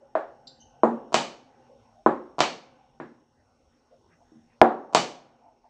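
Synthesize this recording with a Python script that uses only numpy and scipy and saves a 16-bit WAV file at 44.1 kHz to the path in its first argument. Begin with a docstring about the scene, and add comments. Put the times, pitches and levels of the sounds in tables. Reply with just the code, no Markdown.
"""Plastic chess pieces banged down on a roll-up board on a wooden table: blitz in a small bedroom. After each
move a hand slaps the rocker of the clock, which snaps over and knocks on the same table. Between moves the
players shift and rub faintly, a captured piece clinks in a hand, and plastic squeaks under their fingers. One
microphone hears it all over quiet room tone, with near reflections from wall and bodies; the hardest blow
overloads it."""
import sys
import numpy as np
from scipy import signal
from scipy.fft import rfft, irfft, next_fast_len
from scipy.io import wavfile

SR = 44100
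rng = np.random.default_rng(int(sys.argv[2]) if len(sys.argv) > 2 else 0)


def master(y):
    """Save y as 16-bit WAV."""
    cut = np.clip(np.atleast_2d(y).T, -1, 1)
    pcm = np.round(cut * 32767)  # scale
    wavfile.write(sys.argv[1], SR, pcm.astype(np.int16))


N = 250929
TIME = np.arange(N) / SR
RING_SIZE = 2 ** 15   # samples given to one blow or one room response


def from_db(db):
    """Decibels to gain."""
    return np.exp(np.asarray(db) * np.log(10) / 20)


def rms_one(x):
    """Scale to unit rms."""
    return x / np.sqrt(np.mean(x ** 2) + 1e-20)


def at_hz(points, hz):
    """Read a table on a log-frequency axis."""
    freqs, values = np.transpose(points)
    return np.interp(np.log(hz), np.log(freqs), values)


def cut(x, hz, kind, order=2):
    """Causal Butterworth filter."""
    edges = np.clip(hz, 10, .47 * SR)
    return signal.sosfilt(signal.butter(order, edges, kind, fs=SR, output="sos"), x + 1e-18)


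def resonance(x, hz, width_hz):
    """Two-pole resonance, gain 1 at its peak."""
    r = np.exp(-np.pi * width_hz / SR)
    feedback = [1, -2 * r * np.cos(2 * np.pi * hz / SR), r * r]
    return signal.lfilter(np.array([1, 0, -1]) * (1 - r * r) / 2, feedback, x + 1e-18)


def add(track, s, sound):
    """Mix a sound into a track, starting at s seconds."""
    remaining = track[max(round(s * SR), 0):][:len(sound)]
    remaining += sound[:len(remaining)]


def narrow_noise(size, hz, width_hz, order=2):
    """One band of noise centred on hz."""
    return cut(rng.standard_normal(size), [hz - width_hz / 2, hz + width_hz / 2], "band", order)


def noise_bands(size, count):
    """White noise split into bands: (centre [Hz], band signal)."""
    edges = np.geomspace(20, 18000, count + 1)
    white = rfft(rng.standard_normal(size))
    freqs = np.arange(size // 2 + 1) * SR / size
    return [(np.sqrt(low * high), irfft(white * ((freqs >= low) & (freqs < high)), size))
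            for low, high in zip(edges, edges[1:])]


def drift(per_s):
    """A slow wander through random values of spread 1."""
    knots = np.arange(0, N / SR + 1, 1 / per_s)
    return np.interp(TIME, knots, rng.standard_normal(len(knots)))


def room_tone(hush_db=-66.5, waver_db=6.0, waver_top_hz=4000, swell_db=-2.07):
    """Quiet bedroom noise that wavers band by band, with a low drone and a thin hiss."""
    # broad noise floor: (frequency [Hz], relative density [dB])
    floor_spectrum = [(25, -7), (70, -4), (130, -8.5), (200, -17), (350, -8.5), (550, -14), (800, -13),
                      (1400, -22), (3000, -29.5), (7500, -35.5), (10000, -52), (15000, -57.5)]
    # narrow humps of drone and hiss: (frequency [Hz], width [Hz], level [dB])
    humps = [(238, 22, -75.5), (5520, 250, -82.5), (6200, 140, -92), (6420, 80, -92.5), (7830, 200, -98.5),
             (8700, 220, -100)]
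    hush = np.zeros(N)
    for hz, band in noise_bands(next_fast_len(N, True), count=22):
        flicker_db = waver_db * drift(per_s=15) / (1 + (hz / waver_top_hz) ** 2)
        hush += band[:N] * from_db(at_hz(floor_spectrum, hz) + flicker_db)
    drone = sum(from_db(db) * rms_one(narrow_noise(N, hz, width_hz)) for hz, width_hz, db in humps)
    return (from_db(hush_db) * rms_one(hush) + drone) * from_db(swell_db * drift(per_s=3.3))


def stirring(swing_db=3):
    """Faint stirring in the room: narrow patches of noise swell and fade, each on its own."""
    # patches at steady pitches: (frequency [Hz], width [Hz], base level [dB])
    patches = [(135, 30, -76), (245, 35, -72), (522, 40, -75), (805, 110, -71), (1500, 80, -86),
               (2850, 400, -88)]
    # rise and fall of all patches together: (time [s], gain [dB])
    activity = [(0, -1), (0.6, 8), (1.6, 5), (2.0, -7), (2.8, 5.5), (3.4, -6.5), (4.3, -6.5), (5.4, 0),
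                (5.69, -12)]
    out = np.zeros(N)
    for hz, width_hz, db in patches:
        out += rms_one(narrow_noise(N, hz, width_hz)) * from_db(db + swing_db * drift(per_s=9.1))
    return out * from_db(np.interp(TIME, *np.transpose(activity)))


def friction(length_s, db, hz, width_hz):
    """Friction swells and fades in one narrow resonance."""
    noise = narrow_noise(SR // 2, hz, width_hz, order=3)
    swell = np.hanning(int(length_s * SR))[:len(noise)]
    return from_db(db) * swell * rms_one(noise[-len(swell):])


def rubs(q=3.1):
    """Hands and seats rub as the players shift, each rub in one low resonance."""
    # rubs: (time [s], length [s], level [dB], frequency [Hz])
    strokes = [(0.0, 0.047, -56, 510), (0.691, .13, -63.5, 780), (1.647, 0.15, -57.5, 502),
               (3.901, 0.06, -57, 555), (4.194, 0.046, -61, 796), (5.389, 0.15, -58.5, 794),
               (5.633, 0.036, -55, 790)]
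    out = np.zeros(N)
    for s, length_s, db, hz in strokes:
        add(out, s, friction(length_s, db, hz, hz / q))
    return out


def bedroom(x, gap_s=0.0015, build_s=0.0026, late_db=-22, late_t60_s=1.0, late_top_hz=1800):
    """The room as the microphone hears it: near reflections, a dense tail, then a weak, dull ring."""
    # colour of the tail: (frequency [Hz], band gain [dB])
    colour = [(60, -2), (170, 7.5), (280, 6.5), (500, 7), (900, 4.5), (1450, 0.5), (2200, 7.5), (4000, 3.5),
              (7000, 1.5), (12000, 3.5)]
    # decay of the tail: (frequency [Hz], t60 [s])
    decay_times = [(100, 0.23), (300, 0.5), (800, .28), (2000, .31), (5000, 0.39), (8000, 0.33),
                   (13000, 0.26)]
    # nearest reflections from wall and bodies: (delay [s], gain [ratio])
    reflections = [(.0029, 0.46), (.0052, 0.34), (.0083, 0.17)]
    t = TIME[:RING_SIZE]
    build = np.clip((t - gap_s) / build_s, 0, 1)
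    linger = from_db(late_db) * np.exp(-np.log(1000) * t / late_t60_s)
    response = np.zeros(RING_SIZE)
    for hz, band in noise_bands(RING_SIZE, count=14):
        decay = np.exp(-np.log(1000) * t / at_hz(decay_times, hz))
        shape = build * (decay + linger / (1 + (hz / late_top_hz) ** 2))
        response += from_db(at_hz(colour, hz)) * band * shape / np.sqrt(np.sum(shape ** 2))
    for delay_s, gain in reflections:
        response[round(delay_s * SR)] += gain
    return signal.fftconvolve(x, response)[:len(x)]


def pulse(cutoff_hz, order=4):
    """Force of one contact, peak 1: the softer the contact, the lower its cut-off."""
    force = cut(signal.unit_impulse(RING_SIZE), cutoff_hz, "low", order=order)
    return force / force.max()


def disperse(x, spread, count):
    """Bending waves carry the treble faster than the bass, which smears a click without colouring it."""
    allpass = [-spread, 1, 0, 1, -spread, 0]
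    return signal.sosfilt(np.tile(allpass, (count, 1)), x)


def pieces(knock_q=8.1, tick_hz=4300, hard_contact_hz=1300, rattle_lag_s=0.0063):
    """A padded base lands with a dull push, a short knock and a faint tick, and shakes the table."""
    # pieces and hands landing on the table: (time [s], push level [dB], low cut [Hz],
    # contact cut-off [Hz], knock pitch [Hz], knock gain [dB], room gain [dB])
    landings = [(0.1525, -20, 402, 1480, 666, 10, 6), (0.8336, -8, 290, 1162, 219, 6.5, 4),
                (2.0618, -5, 215.8, 1252, 359.5, 0, -2.5), (2.0659, -12.5, 688, 1374, 1090, 2.5, 2),
                (3.000, -33.5, 130, 1656, 301, 1.5, 7.5), (3.010, -37.5, 128, 424, 256, 6, -1),
                (4.317, -52, 150, 394, 317, 3.5, -7), (4.354, -53, 142.6, 300, 219.7, 1.5, -1),
                (4.6145, 2.5, 272.5, 1342, 743, 7, -2.5)]
    out = np.zeros(N)
    for s, db, low_hz, contact_hz, knock_hz, knock_db, room_db in landings:
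        push = cut(pulse(contact_hz, order=6), low_hz, "high", order=3)
        knock = from_db(knock_db) * resonance(push, knock_hz, knock_hz / knock_q)
        tick_db = -25.5 + 27 * np.log2(contact_hz / hard_contact_hz)   # harder contacts tick more
        tick = from_db(tick_db) * cut(pulse(tick_hz, order=6), contact_hz, "high")
        blow = from_db(db) * disperse(push + knock + tick, spread=0.84, count=4)
        add(blow, rattle_lag_s, rattle(db))
        ring_db = 2 + 0.7 * room_db   # with distance, ring and room both gain on the direct sound
        add(out, s, blow + from_db(ring_db) * table_ring(blow) + from_db(room_db) * bedroom(blow))
    return out


def table_ring(force):
    """The wooden table's modes, set ringing by a blow."""
    # table top with board: (frequency [Hz], gain over the plain blow [dB], t60 [s])
    modes = [(143, 14, 0.19), (232.8, 20, 0.35), (316, 17, 0.14), (361, 14.5, 0.21), (443, 0, 0.36),
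             (465, 12, 0.055), (535, 11, 0.3), (623.6, 7, 0.15), (640, 12, 0.049), (822, 8.5, 0.14),
             (844, 11, 0.27), (982, 8, 0.033), (1048, 1.5, 0.41), (1084, 4, .22), (1136, 8, 0.44),
             (1236, 1, 0.091), (1440, -1, 0.071), (1720, -2, .2)]
    return sum(from_db(db) * resonance(force, hz, np.log(1000) / (np.pi * t60)) for hz, db, t60 in modes)


def rattle(blow_db, decay_s=0.01, hz=7000, width_hz=3000, top_hz=8000):
    """The other pieces jiggle on the board, louder after a harder blow."""
    jiggle = rng.standard_normal(RING_SIZE) * np.exp(-TIME[:RING_SIZE] / decay_s)
    chatter = resonance(resonance(jiggle, hz, width_hz), hz, width_hz)
    return from_db(-46 + 0.84 * blow_db) * cut(chatter, top_hz, "low", order=6)


def clink_and_squeak(second_width_hz=170):
    """A captured piece clinks in a hand, then plastic squeaks under the fingers; each sounds in two high
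    resonances."""
    # clink, then squeak: (time [s], length [s], level [dB], frequency [Hz], width [Hz], second resonance [Hz],
    # its level against the first [dB])
    slips = [(0.467, 0.02, -44, 4390, 1400, 7300, -15.5), (0.59, 0.06, -57, 6144, 500, 2992, -5)]
    out = np.zeros(N)
    for s, length_s, db, hz, width_hz, second_hz, second_db in slips:
        add(out, s, friction(length_s, db, hz, width_hz))
        add(out, s, friction(length_s, db + second_db, second_hz, second_width_hz))
    return out


def rocker_clack(snap_db, thud_db, snap_hz, edge_hz=7900, crisp_hz=12500, thud_hz=1050, lag_s=0.0013):
    """One contact of the rocker: the plastic snaps and rings; just after, the case thuds on the table."""
    # plastic case and rocker: (frequency [Hz], width [Hz], gain over the plain snap [dB])
    case_modes = [(710, 100, 6), (1020, 1000, 3), (2266, 21, 2.5), (2440, 21, 0.5), (2740, 30, -2.5),
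                  (2971, 60, 2), (4552, 71, 0), (4300, 89, 4.5)]
    contact = pulse(snap_hz, order=2)
    snap = cut(disperse(contact, spread=0.626, count=24), edge_hz, "low", order=10)
    crispness = from_db(-24) * cut(contact, crisp_hz, "low", order=6)   # reaches above the treble edge
    force = from_db(snap_db) * cut(snap + crispness, hz=1400, kind="high")
    thud = cut(pulse(thud_hz), hz=130, kind="high", order=3)
    add(force, lag_s, -from_db(thud_db) * thud)
    return force + sum(from_db(db) * resonance(force, hz, width_hz) for hz, width_hz, db in case_modes)


def clock(touch_lead_s=0.0215, tilt_lead_s=0.0143, ring_db=-5):
    """A hand slaps the clock: three quick contacts, each ringing the table and the room."""
    # presses: (snap time [s], snap gain [dB], snap cut-off [Hz], finger gain [dB], room gain [dB])
    presses = [(1.1423, -1.5, 7640, -28, 0), (2.4041, -1.5, 5460, -20.5, -1.5),
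               (4.9476, 1.5, 8900, -32.5, -1)]
    out = np.zeros(N)
    for s, db, snap_hz, finger_db, room_db in presses:
        # (time [s], snap gain [dB], thud gain [dB])
        contacts = [(s - touch_lead_s, finger_db - 13, finger_db - 6),   # the finger lands
                    (s - tilt_lead_s, finger_db + 2, finger_db - 4.5),   # the rocker tilts
                    (s, db, db - 12)]                                    # it hits its stop
        for onset_s, snap_db, thud_db in contacts:
            clack = rocker_clack(snap_db, thud_db, snap_hz)
            ring = from_db(ring_db) * table_ring(clack)
            add(out, onset_s, clack + ring + from_db(room_db) * bedroom(clack))
    return out


def scene(handling_room_db=-6):
    """Moves, clock presses and small handling sounds over the room tone, at one microphone."""
    game = pieces() + clock()
    handling = rubs() + clink_and_squeak()
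    reflected = from_db(handling_room_db) * bedroom(handling)
    return (game + handling + reflected + stirring() + room_tone())[None]


def record(dry, clip_level=0.96, bass_cut_hz=55, treble_stop_hz=16700):
    """The microphone clips hard on the loudest blow; deep bass and the top of the treble are cut."""
    clipped = np.clip(dry, -clip_level, clip_level)
    steep_lowpass = signal.cheby2(14, 70, treble_stop_hz, fs=SR, output="sos")
    return signal.sosfilt(steep_lowpass, cut(clipped, bass_cut_hz, "high", order=1))


dry = scene()
out = record(dry)
master(out)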